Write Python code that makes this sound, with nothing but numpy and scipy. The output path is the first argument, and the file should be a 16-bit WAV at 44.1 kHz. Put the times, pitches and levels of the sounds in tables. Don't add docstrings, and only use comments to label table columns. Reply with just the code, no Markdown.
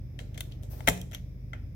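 import sys
import numpy as np
from scipy import signal
from scipy.fft import rfft, irfft, next_fast_len
from scipy.io import wavfile
from scipy.ndimage import map_coordinates

SR = 44100
rng = np.random.default_rng(int(sys.argv[2]) if len(sys.argv) > 2 else 0)


def unload_wav(signal):
    wavfile.write(
        sys.argv[1],
        SR,
        np.round(np.clip(np.atleast_2d(signal).T, -1, 1) * 32767).astype(np.int16),
    )


N = 77175

# multiple of the shaft rate, rms level in dB.
HUM_HARMONICS = [(2, -46), (3, -50.5), (4, -49), (5, -47.5), (6, -60.5), (7, -58.5)]
# frequency in Hz, relative level in dB.
RUMBLE_COLOUR = [(15, -31), (30, -16), (46, -2), (62, -2), (95, 1.5), (135, -5), (200, -14), (260, -15),
                 (400, -24.5), (600, -30), (1000, -54.5), (2000, -64)]
HISS_COLOUR = [(300, 0), (1000, 0.5), (1500, -3), (2300, 6), (3000, -9.5), (3600, -2.5), (4300, -15),
               (5100, 2.5), (6300, -9), (8500, -27), (12000, -6), (16000, -9)]
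# time in seconds, level in dB.
HANDLING_LEVELS = [(0, -69), (.2, -60.5), (.55, -60.5), (.85, -58), (1.1, -65.5), (1.301, -84), (1.75, -67)]
# frequency in Hz, relative level in dB.
HANDLING_COLOUR = [(80, -15), (180, -0.5), (330, -1.5), (450, -8.5), (600, -6.5), (1000, -24),
                   (2500, -28.5), (6000, -55)]
# start in seconds, time in contact in seconds, relative level
# in dB in each of five bands, left over right in dB, room send in dB.
CONTACTS = [ (0.1894, 0.0035, -50.5, -47.5, -43.5, -57, -62, 7.5, 6.5),
            (.1995, 0.006, -54, -51.5, -73, -56.5, -61.5, -10, 9.5),
            (0.3434, 0.0031, -72, -62, -53.5, -65.5, -66, 3.5, 6),
            (.357, 0.0017, -58.5, -58, -78, -77, -80, -4, 7),
            (0.3758, 0.0054, -51.5, -46, -45, -49.5, -53, 6.5, 7.5),
            (0.406, 0.0018, -49, -41, -35, -42.5, -37, -1, -1),
            (0.52, 0.0032, -66, -64, -49.5, -66.5, -69, 1.5, 4),
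            (0.6262, 0.00042, -62.5, -73.5, -63.5, -76, -64, 2, 3),
            (0.6322, 0.002, -56.5, -65, -59, -59, -59.5, 2, 11),
            (.731, 0.0044, -49.5, -63, -67, -69.5, -72, 1, 6),
            (0.8046, .001, -43, -49, -54, -62, -67, 6, -3),
            (.873, .001, -37.5, -27.5, -41.5, -50.5, -52.5, 1.5, -0.5),
            (0.8744, .0022, -23, -22.5, -26, -28.5, -30, -0.5, -0.5),
            (.8813, 0.00097, -23, -17.5, -25.5, -33, -34.5, 2, -1),
            (0.8858, .002, -26.5, -21, -28.5, -26, -26.5, 0, -1),
            (.8935, 0.0017, -45.5, -51, -46, -32.5, -36, -7.5, 1),
            (0.897, .0015, -37, -51, -38.5, -38, -34, 1, 3),
            (.975, 0.0018, -63.5, -50, -59, -51, -51.5, -4.5, -5),
            (1.0133, 0.0016, -76, -69, -45.5, -48, -46.5, -5.5, -5),
            (1.1122, 0.0017, -54, -62, -57, -58, -59.5, -6, 0),
            (1.119, 0.0025, -67, -55, -56, -64, -64, 7.5, 0),
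            (1.147, 0.0016, -51, -48, -37, -45.5, -44.5, 2, -2.5),
            (1.5324, 0.00086, -48, -36, -53, -58, -68.5, -1, 3.5)]
BAND_EDGES = [400, 1000, 2600, 5000, 9000, 16000]
# frequency in Hz, relative level in dB, T60 in seconds.
SWITCH_MODES = [(653, -4, 0.025), (886, -8, 0.02), (1356, -2, 0.017), (1554, -12.5, 0.026),
                (1940, -10.5, 0.017), (2101, 2, 0.017), (3162, 4.5, 0.022), (3700, -9, .012),
                (5780, 1, .018), (6100, -1.5, 0.015), (7340, -0.5, 0.026), (9970, -5, .008),
                (11600, -2, .01), (13000, -4, .007)]
# frequency in Hz, relative level in dB.
CRACK_COLOUR = [(300, -8), (650, -1.5), (1100, -12), (1500, 0), (2400, 0.5), (2800, 0), (3400, 6),
                (4100, 2), (4800, -4), (6000, 0), (8700, -5), (11000, -3), (16000, -10)]
# start, time the fade runs from and end in seconds,
# relative level in dB. The slip's scrape is already fading when it starts.
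SCRAPES = [(0.312, 0.352, 0.41, -58.5), (.505, 0.514, 0.62, -60), (0.873, 0.872, .905, -27),
           (1.117, 1.135, 1.224, -43.5)]
# frequency in Hz, relative level in dB.
SCRAPE_COLOUR = [(200, -16.5), (600, 6.5), (1000, -8.5), (2000, 5), (3400, 3), (4700, -15.5), (6200, 4),
                 (9000, -27.5), (12000, -7.5), (16000, -23.5)]
RUB_COLOUR = [(200, -3.5), (500, 9), (850, 8.5), (1300, 1.5), (2200, 0), (3000, -3.5), (4500, -1.5),
              (5700, -1.5), (7000, -9), (10000, -6.5), (16000, -12)]
SWISH_COLOUR = [(3000, -24.5), (5700, -7), (7000, -13), (10500, -11), (13400, -0.5), (14500, 0.5),
                (16000, -6)]
# frequency in Hz, relative level in dB, T60 in seconds.
THUD_MODES = [(53.4, -25, .3), (112, -29.5, 0.29), (159.4, -22, 0.15), (181.4, -32, .8),
              (256.4, -16.5, 0.061), (440, -34, .02), (664, -23, 0.025), (872, -26.5, 0.056)]
# frequency in Hz, T60 in seconds.
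ROOM_T60 = [(150, 0.76), (600, 0.36), (2000, 0.34), (6000, 0.42), (15000, 0.34)]
# frequency in Hz, gain in dB.
ROOM_COLOUR = [(100, -24.5), (400, 9.5), (700, 1), (2000, -4), (4000, -2.5), (8000, -1), (15000, -1)]
# frequency in Hz, left over right in dB.
MIC_BALANCE = [(100, 6.5), (700, -3), (1800, 8.5), (3500, -1.5), (7000, 5), (12000, 12)]
# frequency in Hz, lead in seconds.
LEFT_LEAD = [(400, 0.000082), (700, 0.00027), (1500, 0.000518), (16000, .0005)]


def amp(db):
    return 10 ** (np.asarray(db) / 20)


def unit_rms(x):
    return x / np.sqrt(np.mean(x ** 2) + 1e-20)


def along(points, hz):
    knots_hz, values = np.transpose(points)
    return np.interp(np.log(hz + 1), np.log(knots_hz + 1), values)


def clock():
    return np.arange(N) / SR


def wobble(rate):
    return map_coordinates(rng.standard_normal(int(N * rate / SR) + 4), [clock() * rate])


def filtered(x, response):
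    n = x.shape[-1]
    padded = next_fast_len(n + SR // 4)
    return irfft(rfft(x, padded) * response(np.fft.rfftfreq(padded, 1 / SR)), padded)[..., :n]


def noise(colour, side_db, size=N):
    mid, side = rng.standard_normal((2, size))
    stereo = np.array([mid + amp(side_db) * side, mid - amp(side_db) * side])
    return unit_rms(filtered(stereo, lambda hz: amp(along(colour, hz))))


def band(x, lo, hi):
    part = signal.sosfilt(signal.butter(5, [lo, hi], "band", fs=SR, output="sos"), x)
    return part / np.sqrt(np.sum(part ** 2, axis=1, keepdims=True) / (0.005 * SR))


def machine(shaft_hz=25.17, throb_s=0.81, waver_db=1.2, drift_rad=0.35):
    turns = shaft_hz * (clock() - throb_s)
    hum = np.zeros(N)
    for multiple, db in HUM_HARMONICS:
        peak = np.sqrt(2) * amp(db + waver_db * wobble(4))
        hum += peak * np.cos(2 * np.pi * multiple * turns + drift_rad * wobble(3.3))
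    rumble = amp(-44) * noise(RUMBLE_COLOUR, side_db=-12)
    hiss = amp(-69) * noise(HISS_COLOUR, side_db=1)
    return hum + rumble + hiss


def handling(rustle_db=2.5):
    level_db = np.interp(clock(), *np.transpose(HANDLING_LEVELS)) + rustle_db * wobble(25)
    return amp(level_db) * noise(HANDLING_COLOUR, side_db=-3.5)


def switch_ring(t, rise_s=0.0016, scatter_db=3.5, detune=0.014):
    hz, db, t60 = np.transpose(SWITCH_MODES)[:, :, None]
    level, pitch, phase = rng.standard_normal((3, len(SWITCH_MODES), 1))
    decay = amp(db + scatter_db * level - 60 * t / t60)
    modes = decay * np.sin(2 * np.pi * hz * (1 + detune * pitch) * t + np.pi * phase)
    return (1 - np.exp(-t / rise_s)) * modes.sum(axis=0)


def contacts(attack_s=0.0012, release_t60_s=0.012, gain_db=-1.5):
    out = np.zeros((2, 2, N + SR))
    t = np.arange(SR // 16) / SR
    for start_s, hold_s, *levels, pan_db, send_db in CONTACTS:
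        force = np.minimum(t / attack_s, 1) * amp(-60 * np.maximum(t - hold_s, 0) / release_t60_s)
        crack = amp(7) * force * noise(CRACK_COLOUR, side_db=-1, size=len(t))
        ring = switch_ring(t)
        pan = amp([[pan_db / 2], [-pan_db / 2]])
        start = round(start_s * SR)
        for lo, hi, db in zip(BAND_EDGES, BAND_EDGES[1:], levels):
            ring_db = 7.5 if db == max(levels) else 0
            close = band(crack + ring * amp(ring_db), lo, hi) * pan
            send = band(crack + ring * amp(-6.5), lo, hi) * amp(send_db)
            out[..., start:start + len(t)] += amp(db + gain_db) * np.array([close, send])
    return out[..., :N]


def scrapes(range_db=36.5, grain_db=3, grain_rate=600):
    level = np.zeros(N)
    for *times, db in SCRAPES:
        level += amp(np.interp(clock(), times, [db - range_db, db, db - range_db], -np.inf, -np.inf))
    grain = amp(grain_db * wobble(grain_rate))
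    return level * unit_rms(grain * noise(SCRAPE_COLOUR, side_db=-1))


def finger_slide(start_s, slip_s, rise_s=0.037):
    t = clock() - start_s
    rise = np.clip(t / rise_s, 0, 1) ** 2
    fading_s = np.maximum(t - rise_s, 0)
    rub = amp(-58 - 16.5 * fading_s) * (clock() < slip_s) * noise(RUB_COLOUR, side_db=0.5)
    swish = amp(-54 - 130 * fading_s) * noise(SWISH_COLOUR, side_db=-2)
    flicker = amp(1.2 * wobble(90))
    return rise * flicker * (rub + swish)


def thud(slip_s, attack_s=0.0026):
    t = np.maximum(clock() - slip_s, 0)
    modes = sum(amp(db - 60 * t / t60) * np.sin(2 * np.pi * hz * t) for hz, db, t60 in THUD_MODES)
    return (1 - np.exp(-t / attack_s)) * modes


def room(x, walls_t60_s=0.11, delay_s=0.004):
    hz, t, spectrum = signal.stft(rng.standard_normal((2, SR)), SR, nperseg=256)
    decay = amp(-60 * t / along(ROOM_T60, hz)[:, None])
    tail = signal.istft(spectrum * decay, SR, nperseg=256)[1][:, :SR]
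    walls = rng.standard_normal((2, SR)) * amp(-60 * np.arange(SR) / SR / walls_t60_s)
    impulse = amp(-11) * tail / np.linalg.norm(tail[0]) + amp(-12) * walls / np.linalg.norm(walls[0])
    wet = signal.fftconvolve(x, impulse, axes=1)[:, :N]
    return filtered(wet, lambda f: amp(along(ROOM_COLOUR, f)) * np.exp(-2j * np.pi * f * delay_s))


def scene(slip_s=0.8795):
    clicks, click_send = contacts()
    rubs = scrapes() + finger_slide(start_s=0.683, slip_s=slip_s)
    jolt = thud(slip_s)
    sides = np.array([[0.5], [-0.5]])

    def microphone(hz):
        lead = np.exp(2j * np.pi * hz * sides * along(LEFT_LEAD, hz))
        return amp(sides * along(MIC_BALANCE, hz)) * lead

    direct = filtered(clicks + rubs, microphone) + jolt * amp(sides * 1.5)
    reflections = room(click_send + rubs + jolt * amp(-3))
    return direct + reflections + handling() + machine()


def record(dry, top_hz=16000):
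    return filtered(dry, lambda hz: hz < top_hz)


dry = scene()
out = record(dry)
unload_wav(out)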